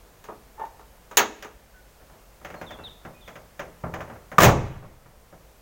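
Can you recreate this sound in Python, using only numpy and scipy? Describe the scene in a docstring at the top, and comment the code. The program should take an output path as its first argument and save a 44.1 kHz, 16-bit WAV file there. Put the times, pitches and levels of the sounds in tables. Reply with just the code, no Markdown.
"""Steel bonnet shut on a driveway.

The prop rod folds down, squeaks in its pivot and snaps into its clip. The bonnet knocks on its hinges as
it is lowered and touches the catch, then is slammed: the striker clangs, the latch snaps, the panel booms.
Each blow is decaying noise (crowded modes) plus ringing sines (clear modes). Birds call far off over
quiet air; a brick wall, the garage door and the paving echo."""
import sys
import numpy as np
from scipy import signal
from scipy.fft import rfft, irfft
from scipy.io import wavfile
from scipy.ndimage import uniform_filter1d

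SR = 44100
rng = np.random.default_rng(int(sys.argv[2]) if len(sys.argv) > 2 else 0)


def wav_record(signal):
    """Record a signal, one row per channel, as 16-bit PCM in the file named by sys.argv[1]."""
    frames = np.transpose(np.atleast_2d(signal))
    bounded = np.clip(frames, -1, 1)
    # unit amplitude maps onto the largest positive 16-bit level
    quanta = np.round(bounded * 32767).astype(np.int16)
    wavfile.write(sys.argv[1], SR, quanta)


N = 247401
TIME = np.arange(N) / SR


def from_db(db):
    return 10 ** (np.asarray(db) / 20)


def unit_rms(x):
    return x / np.sqrt(np.mean(x ** 2) + 1e-20)


def at_hz(points, hz):
    """Interpolate rows of (f/Hz, value) over log frequency."""
    known_hz, value = np.transpose(points)
    return np.interp(np.log(np.maximum(hz, 1)), np.log(known_hz), value)


def add(out, start_s, sound):
    at = round(start_s * SR)
    out[at:at + len(sound)] += sound[:N - at]


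def coloured(white, colour):
    """Shape white noise at constant power."""
    hz = np.fft.rfftfreq(len(white), 1 / SR)
    return irfft(rfft(white) * unit_rms(from_db(at_hz(colour, hz))), len(white))


def crowded_modes(noise, decay, shelves=((1, 0), (SR, 0))):
    """Each band of the noise swells quickly and dies at its own rate."""
    t, hz = TIME[:len(noise)], np.fft.rfftfreq(len(noise), 1 / SR)
    spectrum = rfft(noise) * from_db(at_hz(shelves, hz))
    centres_hz = [row[0] for row in decay]
    out = 0
    for (centre_hz, t60_s), weights in zip(decay, np.eye(len(decay))):
        band = irfft(spectrum * at_hz(list(zip(centres_hz, weights)), hz), len(noise))
        attack = 1 - np.exp(-2 * t * min(centre_hz, SR / 20))
        out = out + band * attack * np.exp(-np.log(1000) * t / t60_s)
    return out


def mode(times_s, levels_db, hz, t60_s):
    """One resonance, rung by a click at each contact."""
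    clicks = np.zeros(N)
    clicks[np.round(times_s * SR).astype(int)] = from_db(levels_db)
    r, w = np.exp(-np.log(1000) / (t60_s * SR)), 2 * np.pi * hz / SR
    return signal.lfilter([0, np.sin(w)], [1, -2 * r * np.cos(w), r * r], clicks + 1e-18)


def with_force(hits, bass_db, bass_per_softness):
    """Turn hardness (treble/dB) into a force spectrum: softer contacts last longer and gain bass."""
    blows = []
    for start_s, level_db, treble_db in hits:
        force = [(150, bass_db - bass_per_softness * treble_db), (450, 0), (1100, 0), (3800, treble_db)]
        blows.append((start_s, level_db, force))
    return blows


def struck(blows, colour, decay, shared_power, rise_s, crack_db, crack_s, size=32768):
    """Crowded modes of one steel part; its blows share some of them."""
    out, t = np.zeros(N), TIME[:size]
    shared = rng.standard_normal(size)
    # contact builds up, loudest before the blow spreads through the metal
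    crack = (1 - np.exp(-t / rise_s)) * (1 + from_db(crack_db) * np.exp(-t / crack_s))
    for start_s, level_db, force in blows:
        white = np.sqrt(shared_power) * shared + np.sqrt(1 - shared_power) * rng.standard_normal(size)
        body = crowded_modes(coloured(white, colour), decay, force)
        add(out, start_s, from_db(level_db) * crack * body)
    return out


def clear_modes(blows, modes, drive_db, spread_db):
    """Each blow rings the part's clearest modes; neighbours swing opposite ways."""
    times_s, levels_db, forces = zip(*blows)
    force_db = np.array([at_hz(force, np.array(modes)[:, 0]) for force in forces])
    force_db += spread_db * rng.standard_normal(force_db.shape)
    out = np.zeros(N)
    for k, (hz, mode_db, t60_s) in enumerate(modes):
        strength_db = force_db[:, k] + levels_db + mode_db + drive_db
        out += (-1) ** k * mode(np.array(times_s), strength_db, hz, t60_s)
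    return out


# outdoor background spectrum: f/Hz, relative density/dB
AIR_COLOUR = [(20, -13.5), (50, 0.5), (80, -12.5), (140, -13.5), (220, -17.5), (330, -21), (480, -15.5),
              (800, -19), (1400, -23.5), (2200, -27.5), (3800, -32), (6500, -32), (10000, -34.5),
              (15500, -32.5)]


def air(level_db=-52.5):
    """Steady, quiet outdoor noise."""
    return from_db(level_db) * coloured(rng.standard_normal(N), AIR_COLOUR)


# echo spectrum: f/Hz, relative level/dB
YARD_COLOUR = [(50, 0.5), (300, 5), (1500, -0.5), (3500, 1), (5000, 2), (6500, 4), (9000, 2.5), (15000, -6)]
# echo decay: f/Hz, t60/s
YARD_DECAY = [(100, 0.836), (500, 0.595), (2000, 0.803), (6500, 0.49), (13000, 0.34)]


def yard(x, delay_s=0.015):
    """Scattered echoes from wall, garage door and paving."""
    response = crowded_modes(coloured(rng.standard_normal(SR), YARD_COLOUR), YARD_DECAY)
    response /= np.sqrt(np.sum(response ** 2))
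    out = np.zeros(N)
    add(out, delay_s, signal.fftconvolve(x, response)[:N])
    return out


# two-note chirps: t/s, f/Hz, first level/dB, second level/dB
CHIRPS = [(2.663, 3642, -50, -49.5), (2.837, 3827, -42, -51.5), (3.209, 3600, -57.5, -56.5)]
# plain whistles, farther off: t/s, f/Hz, level/dB
WHISTLES = [(1.734, 1510, -57), (2.554, 4292, -64), (2.78, 2710, -60), (3.138, 2500, -61)]


def birds(whistle_s=0.083, whistle_fall=0.028, note_s=0.05, note_step_s=0.047,
          note_fall=0.132, note_flick=0.156, warble=0.022):
    """Slightly hoarse falling notes; a chirp's first drops steeply in and out, its second is smooth."""
    out = np.zeros(N)
    waver = unit_rms(uniform_filter1d(rng.standard_normal(N), size=40))
    notes = [(start_s, whistle_s, hz, whistle_fall, 0, db) for start_s, hz, db in WHISTLES]
    for start_s, hz, first_db, second_db in CHIRPS:
        notes.append((start_s, note_s, hz, note_fall, note_flick, first_db))
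        notes.append((start_s + note_step_s, note_s, hz, note_fall, 0, second_db))
    for start_s, length_s, pitch_hz, fall, flick, level_db in notes:
        t = TIME[:round(length_s * SR)]
        progress = t / length_s
        ends = np.exp(-t / 0.002) - np.exp((t - length_s) / 0.005)
        glide = 1 - fall * progress ** 1.674 + flick * ends
        hz = pitch_hz * glide * (1 + warble * np.interp(start_s + t, TIME, waver))
        swell = np.sqrt(np.abs(np.sin(np.pi * progress))) * np.exp(-0.42 * progress)
        add(out, start_s, 2 * from_db(level_db) * swell * np.sin(2 * np.pi * np.cumsum(hz) / SR))
    return out


# spells of rattling as the bonnet moves: start t/s, end t/s, level/dB
RATTLES = [(1.97, 2.14, -55.5), (2.40, 2.90, -52), (3.86, 4.16, -47)]


def rattle_hits(gap_s=0.045, spread_db=2.5, hardness_db=-8):
    """Loose parts touch softly at uneven intervals."""
    hits = []
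    for start_s, end_s, level_db in RATTLES:
        for k, (late, strong) in enumerate(rng.uniform(-1, 1, size=(32, 2))):
            hit_s = start_s + gap_s * (k + 0.5 + 0.5 * late)
            if hit_s < end_s:
                hits.append((hit_s, level_db + spread_db * strong, hardness_db))
    return hits


# rubbing in the pivot: f/Hz, relative density/dB
RASP_COLOUR = [(150, -28), (450, -6), (900, 2.5), (1800, -21.5), (3000, -28), (6000, -58)]
# free slips that flare the squeak: t/s, level/dB
SLIPS = [(0.621, -29), (0.643, -32.5)]


def pivot_squeak(start_s=0.5763, pitch_hz=891.7, jitter=0.02, level_db=-41, octave_db=-20, rasp_db=-5,
                 attack_s=0.007, hold_s=0.0626, release_db_per_s=180, slip_s=0.00534):
    """The steel rod sticks and slips unsteadily in its rubber pivot, over a rasp of rubbing."""
    t = TIME - start_s
    waver = unit_rms(uniform_filter1d(rng.standard_normal(N), size=200))
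    phase = 2 * np.pi * np.cumsum(pitch_hz * (1 + jitter * waver)) / SR
    tone = np.sqrt(2) * (np.sin(phase) + from_db(octave_db) * np.sin(2 * phase))
    release_db = release_db_per_s * np.maximum(t - hold_s, 0)
    envelope = np.clip(t / attack_s, 0, 1) * from_db(level_db - release_db)
    envelope += sum(from_db(db) * np.exp(-((TIME - at_s) / slip_s) ** 2) for at_s, db in SLIPS)
    rasp = uniform_filter1d(envelope, size=2200) * coloured(rng.standard_normal(N), RASP_COLOUR)
    return envelope * tone + from_db(rasp_db) * rasp


# rod on seat and clip: t/s, level/dB, hardness/dB
ROD_HITS = [(0.240, -43, -4.5), (0.287, -31, -32), (0.315, -41, -46), (0.596, -35, -25.5),
            (0.652, -49.5, -6), (0.795, -44, -15.5), (1.112, -35, -13.5), (1.1703, -13.5, 6),
            (1.1765, -12.5, -0.5), (1.194, -12, -11.5), (1.445, -32.5, -14)]
# crowded rod modes: f/Hz, relative density/dB
ROD_COLOUR = [(40, -24.5), (160, -17), (270, -2.5), (420, -0.5), (650, 0), (1200, 2), (2300, -3),
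              (3800, -6.5), (5100, -12), (6600, -1), (8300, -15.5), (10500, -11), (13000, -16.5),
              (15000, -5.5)]
# their decay: f/Hz, t60/s
ROD_DECAY = [(100, 0.41), (400, 0.3), (1300, .2), (3500, 0.2), (5000, 0.15), (6500, .13), (9000, 0.067),
             (15000, .11)]
# clear rod modes: f/Hz, level/dB, t60/s
ROD_MODES = [(205, -28.5, 0.84), (328, -25.5, 0.8), (423, -8, 0.43), (457.5, -12.5, 0.23), (942, -11, 0.22),
             (1250, -4.5, 0.17), (1383, -8.5, 0.21), (1634, -17, 0.356), (1782, -8, 0.147),
             (2492, -18, 0.099), (2838, -7.5, 0.17), (3307, -19, 0.17), (3789, -5, 0.099),
             (6100, -15.5, 0.1987), (6460, -14, .22), (6766, -4.5, 0.083)]


def prop_rod():
    """The rod rings as it taps its seat and snaps into its clip."""
    blows = with_force(ROD_HITS, bass_db=-1.5, bass_per_softness=0.25)
    clatter = struck(blows, ROD_COLOUR, ROD_DECAY,
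                     shared_power=0.21, rise_s=0.000225, crack_db=-32.5, crack_s=0.0025)
    return from_db(2.0) * clatter + clear_modes(blows, ROD_MODES, drive_db=-6, spread_db=1)


# hinge and catch knocks: t/s, level/dB, hardness/dB
KNOCKS = [(1.424, -41, 14.5), (2.447, -38, 6.5), (2.501, -41.5, 1.5), (2.541, -40, -1.5), (2.613, -35.5, 0),
          (2.706, -38, 0.5), (2.786, -42, -10.5), (3.05, -37.5, -6.5), (3.277, -41, 5.5), (3.355, -41.5, 3),
          (3.593, -32, 2.5), (3.837, -29, -20), (3.938, -31, 0.5), (4.005, -34.5, -0.5),
          (4.098, -38.5, -8.5), (4.316, -35, -3), (4.825, -41, -18), (5.058, -48, -11.5),
          (5.326, -45.5, -17)]
# crowded modes of a knock: f/Hz, relative density/dB
KNOCK_COLOUR = [(35, -10), (75, 0.5), (160, -4), (280, -5.5), (560, 4), (850, -0.5), (1650, -0.5),
                (2700, -10), (4200, -26), (6600, -21), (8500, -36), (13000, -28.5), (15500, -20)]
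# their decay: f/Hz, t60/s
KNOCK_DECAY = [(60, 0.56), (160, 0.644), (500, 0.4), (1500, 0.18), (4000, 0.16), (6500, 0.19),
               (12000, 0.047)]
# clear panel modes, also rung by the slam: f/Hz, level/dB, t60/s
PANEL_MODES = [(21.95, -30, 2.4), (75.7, -13.5, 0.4), (132, -16, 0.68), (146, -17.5, 0.36),
               (166.4, -4.5, 0.58), (319, -17, 0.279), (409.2, -12, 0.162), (492, -8.5, 0.237),
               (520.4, -8.5, 0.273), (596, -10.5, .28), (652.7, -16, 0.49), (732, -19.5, 0.33),
               (772, -20.5, 0.25), (1004, -17, 0.266), (1210, -20, 0.21), (1392, -21.5, 0.31),
               (1762, -22, 0.21), (2220, -20, .24), (2435.5, -24.5, .22)]


def bonnet_knocks(rattles):
    """Hinges, catch and loose parts ring the panel as it moves, comes down and settles."""
    blows = with_force(KNOCKS + rattles, bass_db=1, bass_per_softness=0.35)
    clunks = struck(blows, KNOCK_COLOUR, KNOCK_DECAY,
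                    shared_power=0.43, rise_s=0.0007, crack_db=-10, crack_s=0.013)
    return from_db(0.9) * clunks + clear_modes(blows, PANEL_MODES, drive_db=-8.5, spread_db=1)


# striker chatter on the catch: t/s, level/dB
STRIKER_HITS = [(4.3830, -5.5), (4.3844, -9.5), (4.387, -3.5)]
# striker modes: f/Hz, level/dB, t60/s
STRIKER_MODES = [(941, -14, 0.13), (1166, 4.5, 0.0258), (1276, -20.5, 0.12), (1340, -13.5, .08),
                 (1741, -18, .03)]


def striker(low_cut_hz=800):
    """A short, hard clang on the catch, with no bass beneath it."""
    times_s, levels_db = np.transpose(STRIKER_HITS)
    clang = sum(from_db(db) * mode(times_s, levels_db, hz, t60_s) for hz, db, t60_s in STRIKER_MODES)
    return signal.sosfilt(signal.butter(3, low_cut_hz, "high", fs=SR, output="sos"), clang)


def latch_hits(land_s=4.3825, land_db=-12.5, hardness_db=-3, steps=4, gap_s=0.02, gap_ratio=0.8,
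               step_db=-9, louder_db=0.7, harder_db=1.33):
    """The striker lands, then is forced down the latch in ever quicker, harder steps."""
    hits, hit_s = [(land_s, land_db, hardness_db)], land_s
    for k in range(steps):
        hit_s += gap_s * gap_ratio ** k
        hits.append((hit_s, step_db + louder_db * k, hardness_db + harder_db * (k + 1)))
    return hits


# panel on its two rubber stops, then its rebound: t/s, level/dB, hardness/dB
STOP_HITS = [(4.457, -10.5, -23), (4.466, -10, -23), (4.487, -11, -9.5)]
# crowded modes of the slam: f/Hz, relative density/dB
SLAM_COLOUR = [(30, -8.5), (80, -1), (145, 6), (225, -4), (320, -2.5), (520, 1), (850, -0.5), (1250, -1),
               (2200, -6.5), (4300, -18), (6700, -12.5), (8500, -24), (12500, -25), (15200, -12.5)]
# their decay: f/Hz, t60/s
SLAM_DECAY = [(40, 0.66), (140, 0.4), (300, 0.35), (600, 0.332), (1500, 0.17), (4000, 0.2), (6500, 0.15),
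              (14000, 0.11)]


def bonnet_slam():
    """Blows from the latch and the rubber stops set the panel booming."""
    blows = with_force(latch_hits() + STOP_HITS, bass_db=-4, bass_per_softness=0.56)
    crash = struck(blows, SLAM_COLOUR, SLAM_DECAY,
                   shared_power=0.1, rise_s=0.0014, crack_db=-11.5, crack_s=0.0027)
    return from_db(0.96) * crash + clear_modes(blows, PANEL_MODES, drive_db=-5.5, spread_db=0)


def scene():
    """Steel parts close by, birds far off, echoes and air; mono."""
    rattles = rattle_hits()
    rod = prop_rod()
    knocks = bonnet_knocks(rattles)
    slam = bonnet_slam() + striker()
    squeak = pivot_squeak()
    song = birds()
    echoes = yard(from_db(-23.5) * rod + from_db(-16.5) * knocks + from_db(-18) * slam
                  + from_db(-17.5) * squeak + from_db(-12.5) * song)
    return (rod + knocks + slam + squeak + song + echoes + air())[None]


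def gain_control(x, limit_db=-0.5, release_db_per_s=3.5, attack_s=0.0048):
    """Peaks over the limit pull the gain down quickly; it creeps back up."""
    over_db = np.maximum(20 * np.log10(np.abs(x) + 1e-9) - limit_db, 0)
    ramp_db = release_db_per_s * TIME
    held_db = np.maximum.accumulate(over_db + ramp_db, axis=-1) - ramp_db
    pole = np.exp(-1 / (attack_s * SR))
    return x * from_db(-signal.lfilter([1 - pole], [1, -pole], held_db))


def record(dry, cutoff_hz=16000):
    """Gain control, clipping of what slips past it, steep top cut."""
    clipped = np.clip(gain_control(dry), -1, 1)
    return signal.sosfilt(signal.ellip(10, 0.2, 80, cutoff_hz, fs=SR, output="sos"), clipped)


dry = scene()
out = record(dry)
wav_record(out)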